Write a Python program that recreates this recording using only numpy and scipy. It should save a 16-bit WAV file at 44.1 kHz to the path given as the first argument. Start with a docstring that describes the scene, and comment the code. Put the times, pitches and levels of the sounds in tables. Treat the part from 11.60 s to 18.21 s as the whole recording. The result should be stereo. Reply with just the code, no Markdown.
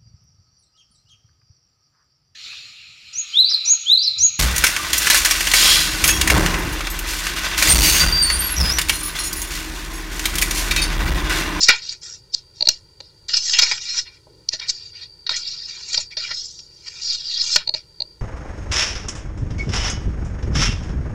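"""Two hands leaf through a thick handmade paper journal on a desk, in a quiet room.
A page flaps down at once, and near 1 s the binding ticks under the fingers. Sheets slide with friction,
buckle with short snaps and flap again near 2, 3.7 and 4.7 s; a thin 4.7 kHz ring swells from 3 s.
A long slide ends in a flap at 6 s, and the binding ticks last. Throughout, the close microphone's
signal is doubled 2 ms later; it overloads on the loudest flaps."""
import sys
import numpy as np
from scipy import signal
from scipy.fft import rfft, irfft, next_fast_len
from scipy.io import wavfile
from scipy.ndimage import uniform_filter1d

SR = 44100
rng = np.random.default_rng(int(sys.argv[2]) if len(sys.argv) > 2 else 0)


def log_audio(samples):
    """Write samples as a 16-bit WAV file to the path given in sys.argv[1]."""
    # one column per channel
    frames = np.atleast_2d(samples).T
    # limit to full scale, then quantise
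    limited = np.clip(frames, -1, 1)
    pcm = np.round(limited * 32767).astype(np.int16)
    wavfile.write(sys.argv[1], SR, pcm)


N = 291501
SIZE = next_fast_len(N)
HZ = np.fft.rfftfreq(SIZE, 1 / SR)
TIME = np.arange(N) / SR


# a sheet or hand slides over paper: start t/s, length/s, level/dB, swell/dB, body/dB, edge/dB, surface f/Hz
SLIDES = [(0.0, .075, -21.5, -7.5, -15.5, 0.5, 5200), (.11, 0.095, -33, -12.5, -3, -2, 4300),
          (0.206, .12, -32, 10.5, -13, -8, 4400), (.41, .14, -41, -2, -10, 3, 5250),
          (.745, .05, -35.5, -8, -19, -11, 5100), (.94, .13, -46, 6.5, -15, -5.5, 4300),
          (1.085, .08, -32.5, -19, -15, -3.5, 4300), (1.411, 0.093, -51, -16.5, -22, -22.5, 4536),
          (1.685, .24, -28.5, 16, -16, -4, 5000), (1.92, 0.26, -29.5, -12.5, 1, 2.5, 4450),
          (2.196, 0.2, -28, 6, -12.5, -5.5, 5200), (2.445, .03, -42, 3, -1.5, -20, 5200),
          (2.51, .06, -51, -6.5, -4, -7, 5200), (3.005, .06, -37, -14.5, 3, -11, 4600),
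          (3.07, .23, -42.5, -8, -10.5, -7, 4650), (3.324, .11, -39.5, 12, -10, -17, 4650),
          (3.69, .085, -25, -5.5, -7.5, -10.5, 4350), (3.79, .28, -32.5, -4.5, -15.5, -14.5, 5000),
          (4.07, .2, -37, 0, -7.5, -4, 4650), (4.27, .14, -28, 3.5, -12, -3, 4600),
          (4.505, .025, -40.5, -14, 2, -7, 4600), (4.57, .15, -29.5, 2, -7, -10.5, 4600),
          (4.73, .1, -29.5, -4, -21, -5, 5100), (4.83, 0.22, -45, -22, -27.5, 2.5, 5750),
          (5.028, 0.28, -53, 14, -14.5, -4, 5200), (5.26, .14, -44.5, 12.5, -4.5, 1, 4650),
          (5.4, .15, -24.5, 6.5, -20.5, -8, 4750), (5.567, .25, -24.5, 11, -21.5, -17, 4600),
          (5.81, .14, -25, 3, -15.5, 1.5, 4600), (5.965, .06, -32, -14, -2, -25, 4500),
          (6.14, .045, -32, -9.5, -8.5, -13, 4600)]
def sliding(level_db=-2.5, flutter_db=-12, catch_db=0.18, catch_hz=70, patchy_db=1.5):
    """Stick-slip friction: sheets catch and let go; overlapping slides are incoherent and add in power."""
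    power = sum(np.outer(register_gains(db, flutter_db, body_db, edge_db),
                         stroke(start, length, swell_db)) ** 2
                for start, length, db, swell_db, body_db, edge_db, _ in SLIDES)
    patches = np.array([wander(45) for _ in power])
    grain = fibres(spread_db=-2.0, facet_db=4.0)
    rustle = (grain * np.sqrt(power) * gain_of(patchy_db * patches)).sum(0)
    return rustle * gain_of(level_db + catch_db * wander(catch_hz))


def stroke(start, length, swell_db, attack_s=0.018, release_s=0.019):
    """Friction envelope: a linear attack, a hold that swells or fades, an exponential release."""
    t = np.maximum(TIME - start, 0)
    hold = gain_of(swell_db * (np.minimum(t / length, 1) - 0.5))
    release = np.exp(-np.clip((t - length) / release_s, 0, 20))
    return np.minimum(t / attack_s, 1) * hold * release


# a sheet buckles: peak t/s, level/dB, body/dB, edge/dB, rise/s, decay/s
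BUCKLES = [(.033, -12, -25, 5.5, 0.00073, 0.0025), (0.043, -14.5, -37, -0.5, .004, 0.006),
           (0.0854, -4, -8, -3, 0.001, 0.0044), (0.108, -23, 6, 4, 0.015, 0.001),
           (0.2942, -17.5, -29, -22, 0.0033, 0.0055), (0.7469, -8, -33.5, -7.5, 0.0049, 0.00084),
           (1.0575, -21, -17, -24, 0.0039, .00082), (1.088, 0, -14.5, -2, .00061, 0.0029),
           (1.6858, -22, -16, -2, 0.0012, 0.0016), (1.691, -19, -11.5, -13, .001, 0.024),
           (1.7387, -11, -12, -15.5, 0.0033, 0.015), (1.7695, -16, -15.5, 1, 0.0046, 0.014),
           (1.897, -13, -12, -6, 0.003, .0011), (1.9887, -4, -4.5, -3, 0.0013, 0.0063),
           (2.0167, -9.5, -12.5, -8.5, .0015, 0.031), (2.392, -19.5, -11, -1.5, 0.028, 0.01),
           (2.8894, -5, -33, -10, .001, 0.0014), (2.934, -18.5, -13.5, -9, 0.0075, 0.015),
           (3.0002, -21.5, -9.5, -14, 0.0037, 0.0016), (3.0979, -13.5, -19.5, -2.5, 0.0084, 0.0068),
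           (3.6671, -16, -15, -36, 0.00094, 0.0072), (3.7611, -23, -19, 1.5, .00089, 0.025),
           (3.876, -27.5, -24, -7, .004, 0.054), (4.334, -20.5, -9, 4, 0.0033, .0013),
           (4.3462, -10, -9, -6.5, 0.0023, 0.0029), (4.3763, -10, -22, -26, .0017, 0.0053),
           (4.57, -14, -18.5, -33, 0.001, 0.014), (4.9908, -30, -19, -20, .0011, .008),
           (5.2853, -26.5, -9, -7.5, 0.016, .0017)]
def buckling(grain, level_db=-2.93, flutter_db=-11):
    """Elastic instability: a bent sheet builds up stress and lets go in a snap."""
    out = np.zeros(N)
    for s, db, body_db, edge_db, rise, decay in BUCKLES:
        gains = register_gains(db + level_db, flutter_db, body_db, edge_db)
        add(out, *avalanche(grain, s, gains, rise, decay))
    return out


# a whole page flaps: peak t/s, level/dB, flutter/dB, body/dB, edge/dB, decay/s, body f/Hz
PAGE_FLAPS = [(0.0902, -18, -6.5, 8, -13, 0.022, 2330), (1.9361, -22.5, -22.5, 6.5, -9.5, .007, 2860),
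              (2.025, -29.5, -9, 5.5, -12, 0.008, 2350), (2.1138, -19, -8, 0, -6, 0.011, 2300),
              (3.6938, -11, -1.5, -12.5, -33, 0.002, 1394), (4.7117, -23, -1.5, -9.5, -23, .0086, 1950),
              (5.9605, -10.5, -8, 0, 0.5, 0.0038, 2700)]
def flapping(grain, level_db=1.14, rise_s=0.0008):
    """Impulsive excitation: a flap sets the whole sheet moving at once."""
    out = np.zeros(N)
    for s, db, flutter_db, body_db, edge_db, decay, _ in PAGE_FLAPS:
        gains = register_gains(db + level_db, flutter_db, body_db, edge_db)
        add(out, *avalanche(grain, s, gains, rise_s, decay))
    return out


def avalanche(grain, s, gains, rise, decay):
    """An avalanche of slips grows exponentially up to s and dies away; gives its start and its sound."""
    near = slice(max(int((s - 0.05) * SR), 0), int((s + 0.15) * SR))
    t = TIME[near] - s
    swell = np.exp(-abs(t) / np.where(t < 0, rise, decay))
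    burst = grain[:, near] * swell
    burst *= np.linalg.norm(swell) / np.linalg.norm(burst, axis=1, keepdims=True)
    return TIME[near.start], gains @ burst


# spectrum of the paper: f/Hz, level/dB
PAPER_SPECTRUM = [(100, -45.5), (300, -24.5), (600, -21), (900, -12.5), (1150, -10), (1400, -7),
                  (1900, -7.5), (2350, -7), (3100, -6.5), (4200, 13.5), (5200, 10), (6200, -0.5),
                  (7200, -1), (8000, -11.5)]
MIC_TOP_HZ = 8040
def fibres(spread_db, facet_db, per_s=12000, flutter_hz=1700, body_hz=3300, edge_hz=5650):
    """Shot noise of tiny fibre slips, in a sheet's four registers: flutter, body, surface and edge."""
    strength = gain_of(spread_db * np.minimum(rng.exponential(1, N), 4))
    slips = rng.standard_normal(N) * strength * (rng.random(N) < per_s / SR)
    slips = creases(flexing(slips), facet_db)
    lowest, low, high = below(flutter_hz, order=8), below(body_hz, order=12), below(edge_hz, order=16)
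    registers = lowest, np.sqrt(1 - lowest ** 2) * low, np.sqrt(1 - low ** 2) * high, np.sqrt(1 - high ** 2)
    sheet = shape(PAPER_SPECTRUM) * below(MIC_TOP_HZ, order=90)
    return np.array([unit_rms(colour(slips, sheet * band)) for band in registers])


def register_gains(db, flutter_db, body_db, edge_db):
    """Spectral balance: body and edge count from the surface, the flutter from the body."""
    return gain_of(db + np.array([body_db + flutter_db, body_db, 0, edge_db]))


def flexing(slips, body_db=9, surface_db=1, drift=0.012):
    """Time-varying resonance: two modes of the sheet shift as it bends."""
    body_hz, surface_hz = (hz * (1 + drift * wander(25)) for hz in sheet_pitches())
    body = gain_of(body_db) * resonate(slips, body_hz, width_hz=450)
    surface = gain_of(surface_db) * resonate(slips, surface_hz, width_hz=550)
    return slips + body + surface


def sheet_pitches(rest_hz=2295, db_per_octave=65.5, hang_s=0.053):
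    """Natural frequencies of body and surface: the more of the sheet moves, the lower its body rings."""
    start, length, _, _, body_db, _, surface_hz = np.transpose(SLIDES)
    middle = start + length / 2
    body_hz = np.interp(TIME, middle, rest_hz * 2 ** (-body_db / db_per_octave))
    for s, *_, flap_hz in PAGE_FLAPS:  # a flapping sheet briefly hangs free, at its own pitch
        body_hz += (flap_hz - body_hz) * np.exp(-((TIME - s) / hang_s) ** 2)
    return body_hz, np.interp(TIME, middle, surface_hz)


def creases(slips, depth_db, size=512):
    """Local resonance: small facets each favour a narrow band for a few hundredths of a second."""
    spectra = signal.stft(slips, nperseg=size)[2]
    facets = uniform_filter1d(rng.standard_normal(spectra.shape), size=4, axis=0)
    facets = unit_rms(uniform_filter1d(facets, size=7, axis=1))
    return signal.istft(spectra * gain_of(depth_db * np.clip(facets, -2, 2)), nperseg=size)[1][:N]


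# spectrum of a full ping: f/Hz, level/dB
PING_SPECTRUM = [(200, -57.5), (700, -9.5), (1500, -29.5), (2300, -19.5), (2800, -13), (3300, -36.5),
                 (3800, 4), (4350, 17), (4750, 15), (5200, -41.5), (6200, -18.5), (7200, -45)]
# the binding ticks: t/s, level/dB, ring (0 a dry crack, 1 a full ping)
BINDING_TICKS = [(1.008, -5.5, 0.74), (1.0244, -1.5, 0.79), (1.072, 1, 0.72), (1.4039, -16.5, 0.36),
                 (1.4077, -17.5, 0.35), (6.0753, -7, 0.76), (6.092, -5, 0.77), (6.1393, -7.5, 0.77),
                 (6.146, -6, 0.54), (6.4031, -10.5, 0.85), (6.42, -8.5, .81)]
def ticking(book_db=-33, size=2048):
    """Impulse response: the binding slips and gives a bright ping, with a little of the book under it."""
    log_gain = np.log(shape(PING_SPECTRUM, abs(np.fft.fftfreq(size, 1 / SR))))
    log_response = signal.hilbert(log_gain).conj()  # minimum phase: sharp start, short ring
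    out = np.zeros(N)
    for s, db, ring in BINDING_TICKS:
        ping = np.fft.ifft(np.exp(ring * log_response)).real
        add(out, s, gain_of(db) * ping / abs(ping).max())
        add(out, s, gain_of(db + book_db) * book_ring())
    return out


# brief soft tones near 4.4 kHz: peak t/s, level/dB, f/Hz, Gaussian width/s
TICK_TONES = [(1.057, -17, 4320, .002), (6.074, -22.5, 4500, 0.0014), (6.096, -31.5, 4340, 0.02),
              (6.407, -20, 4380, 0.00086)]
def tick_tones():
    """Gaussian tone pulses: brief soft sinusoids swell and fade around the ticks."""
    return sum(gain_of(db) * np.exp(-((TIME - s) / width) ** 2 / 2) * np.sin(2 * np.pi * hz * TIME)
               for s, db, hz, width in TICK_TONES)


# a page or finger lands on the book: t/s, level/dB, contact time/s
LANDINGS = [(0.09, -38.5, 0.000396), (1.089, -39, .0001), (2.669, -46, 0.00016), (2.937, -37.5, 0.00028),
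            (3.712, -38.5, 0.00013), (4.379, -38, 0.00011), (4.572, -42, 0.00013), (4.712, -39.5, 0.000092),
            (5.96, -33, 0.000067)]
def knocking(settle=0.099, settle_s=0.0097, settle_per_s=2000):
    """Impact: one blow, then loose sheets settle; a longer contact favours the book's low modes."""
    out, t = np.zeros(N), TIME[:SR // 20]
    for s, db, contact in LANDINGS:
        blows = rng.standard_normal(len(t)) * (rng.random(len(t)) < settle_per_s / SR)
        blows *= settle * np.exp(-t / settle_s)
        blows[0] = 1
        push = t * np.exp(-t / contact)
        force = signal.fftconvolve(blows, push / push.sum())
        add(out, s, gain_of(db) * signal.fftconvolve(force, book_ring()))
    return out


# modes of the book on the desk: f/Hz, level/dB, T60/s
BOOK_MODES = [(158, -9, 0.14), (343, -7.5, 0.056), (480, -12.5, 0.0095), (546, -14, 0.13),
              (622.5, 4.5, 0.077), (850, 1.5, 0.042), (968, -4.5, 0.038)]
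def book_ring(place_db=3, detune=0.018):
    """Modal superposition: the struck book rings dully, and the place struck weights its damped modes."""
    t = TIME[:SR // 4]
    chance = rng.standard_normal((len(BOOK_MODES), 2))
    return sum(gain_of(db + place_db * place - 60 * t / t60)
               * np.sin(2 * np.pi * hz * (1 + detune * bend) * t)
               for (hz, db, t60), (place, bend) in zip(BOOK_MODES, chance))


# a hand shifts on the book: start t/s, length/s, level/dB, swell/dB
PALM_RUBS = [(2.668, 0.15, -53.5, -3), (6.42, .19, -60.5, -7)]
def rubbing(low_hz=110, high_hz=330):
    """Transmission loss: a palm's friction noise comes dulled through the stack of pages."""
    band = below(high_hz, order=3) * (1 - below(low_hz, order=3))
    envelope = sum(gain_of(db) * stroke(s, length, swell_db) for s, length, db, swell_db in PALM_RUBS)
    return noise(band) * envelope


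def room(x, wet_db=-21, t60=0.087, echoes_per_s=3000, gap_s=0.004):
    """Reverberation: weak scattered reflections die away in a small furnished room."""
    t = TIME[:SR // 3]
    echoes = rng.standard_normal(len(t)) * (rng.random(len(t)) < echoes_per_s / SR)
    echoes *= (t > gap_s) * gain_of(-60 * t / t60)
    return x + gain_of(wet_db) * signal.fftconvolve(x, echoes / np.linalg.norm(echoes))[:N]


# a thin ring swells and fades behind the paper: t/s, level/dB
RING_LEVELS = [(0, -56), (2.9, -60.5), (3.15, -40.5), (3.55, -51), (4.1, -43), (5.1, -51.5), (6.3, -56),
               (6.45, -48.5), (6.6, -60.5)]
def thin_ring(hz=4650, width_hz=210):
    """Narrow-band noise: hiss confined around one frequency is heard as a fuzzy whistle."""
    band = 1 / (1 + (2 * (HZ - hz) / width_hz) ** 2)
    return noise(band) * gain_of(np.interp(TIME, *np.transpose(RING_LEVELS)))


# spectra of the room's rumble and the microphone's hiss: f/Hz, level/dB
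RUMBLE_SPECTRUM = [(10, -17), (35, -5.5), (55, -2.5), (85, -1), (160, -3), (240, -7.5), (350, -10),
                   (550, -19), (900, -23.5), (2000, -47)]
HISS_SPECTRUM = [(100, -3.5), (1000, 0), (2800, -3.5), (3700, -1), (4600, 8), (5400, -0.5), (6500, -1.5),
                 (8000, -6), (10500, -5.5), (11400, -17), (15000, -13.5), (16000, -28.5)]
def background(rumble_db=-56, hiss_db=-61):
    """Stationary noise floor: low room rumble and the hiss of the microphone."""
    rumble = gain_of(rumble_db) * noise(shape(RUMBLE_SPECTRUM))
    return rumble + gain_of(hiss_db) * noise(shape(HISS_SPECTRUM))


def gain_of(db):
    """Amplitude ratio of a level in decibels."""
    return 10 ** (np.asarray(db) / 20)


def unit_rms(x):
    """Normalisation to rms 1."""
    return x / np.sqrt(np.mean(x ** 2) + 1e-20)


def shape(points, hz=HZ):
    """Gain of a spectrum table, interpolated on a log-frequency axis."""
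    f, db = np.transpose(points)
    return gain_of(np.interp(np.log(hz + 1), np.log(f + 1), db))


def below(hz, order):
    """Magnitude response of a low-pass."""
    return 1 / np.sqrt(1 + (HZ / hz) ** (2 * order))


def colour(x, gain):
    """Filtering as multiplication of the spectrum."""
    return irfft(rfft(x, SIZE) * gain, SIZE)[:N]


def noise(gain):
    """Spectrally shaped Gaussian noise of rms 1."""
    return unit_rms(colour(rng.standard_normal(N), gain))


def wander(rate_hz):
    """Random modulation of rms 1, up to about rate_hz."""
    return unit_rms(np.interp(2 * rate_hz * TIME, np.arange(N // 100), rng.standard_normal(N // 100)))


def resonate(x, hz, width_hz):
    """Heterodyning: shifting the curve hz to zero, smoothing and shifting back gives a moving resonance."""
    carrier = np.exp(2j * np.pi * np.cumsum(hz) / SR)
    pole = np.exp(-np.pi * width_hz / SR)
    return 2 * (carrier * signal.lfilter([1 - pole], [1, -pole], x / carrier + 1e-18)).real


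def add(mix, s, sound):
    """Superposition of a sound onto the mix at time s."""
    part = mix[max(round(s * SR), 0):][:len(sound)]
    part += sound[:len(part)]


def scene(right_lead_s=0.000015):
    """Superposition at one microphone; a linear phase shift puts the right channel a hair earlier."""
    rustle = sliding()
    grain = fibres(spread_db=2.0, facet_db=4.5)
    paper = rustle + buckling(grain) + flapping(grain)
    journal = room(paper + ticking() + tick_tones() + knocking() + rubbing())
    sound = colour(journal, below(MIC_TOP_HZ, order=110)) + thin_ring() + background()
    return np.array([sound, colour(sound, np.exp(2j * np.pi * HZ * right_lead_s))])


def low_swell(x, knee=0.02, share=0.2, hz=7):
    """Rectification: the microphone answers loud sound lopsidedly, leaving a slow push in the deep bass."""
    return share * signal.lfilter(*signal.butter(1, hz, fs=SR), np.maximum(abs(x) - knee, 0))


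def record(dry, input_db=0.56, delay_s=0.002124, top_hz=16500):
    """Comb filtering by a delayed copy hollows the sound; clipping and a band limit follow."""
    comb = (1 + np.exp(-2j * np.pi * HZ * delay_s)) / np.sqrt(2)  # a notch every 470 Hz
    doubled = gain_of(input_db) * np.array([colour(channel, comb) for channel in dry])
    clipped = np.clip(doubled + low_swell(doubled), -1, 1)
    return signal.oaconvolve(clipped, signal.firwin(255, top_hz, fs=SR)[None], "same")


dry = scene()
out = record(dry)
log_audio(out)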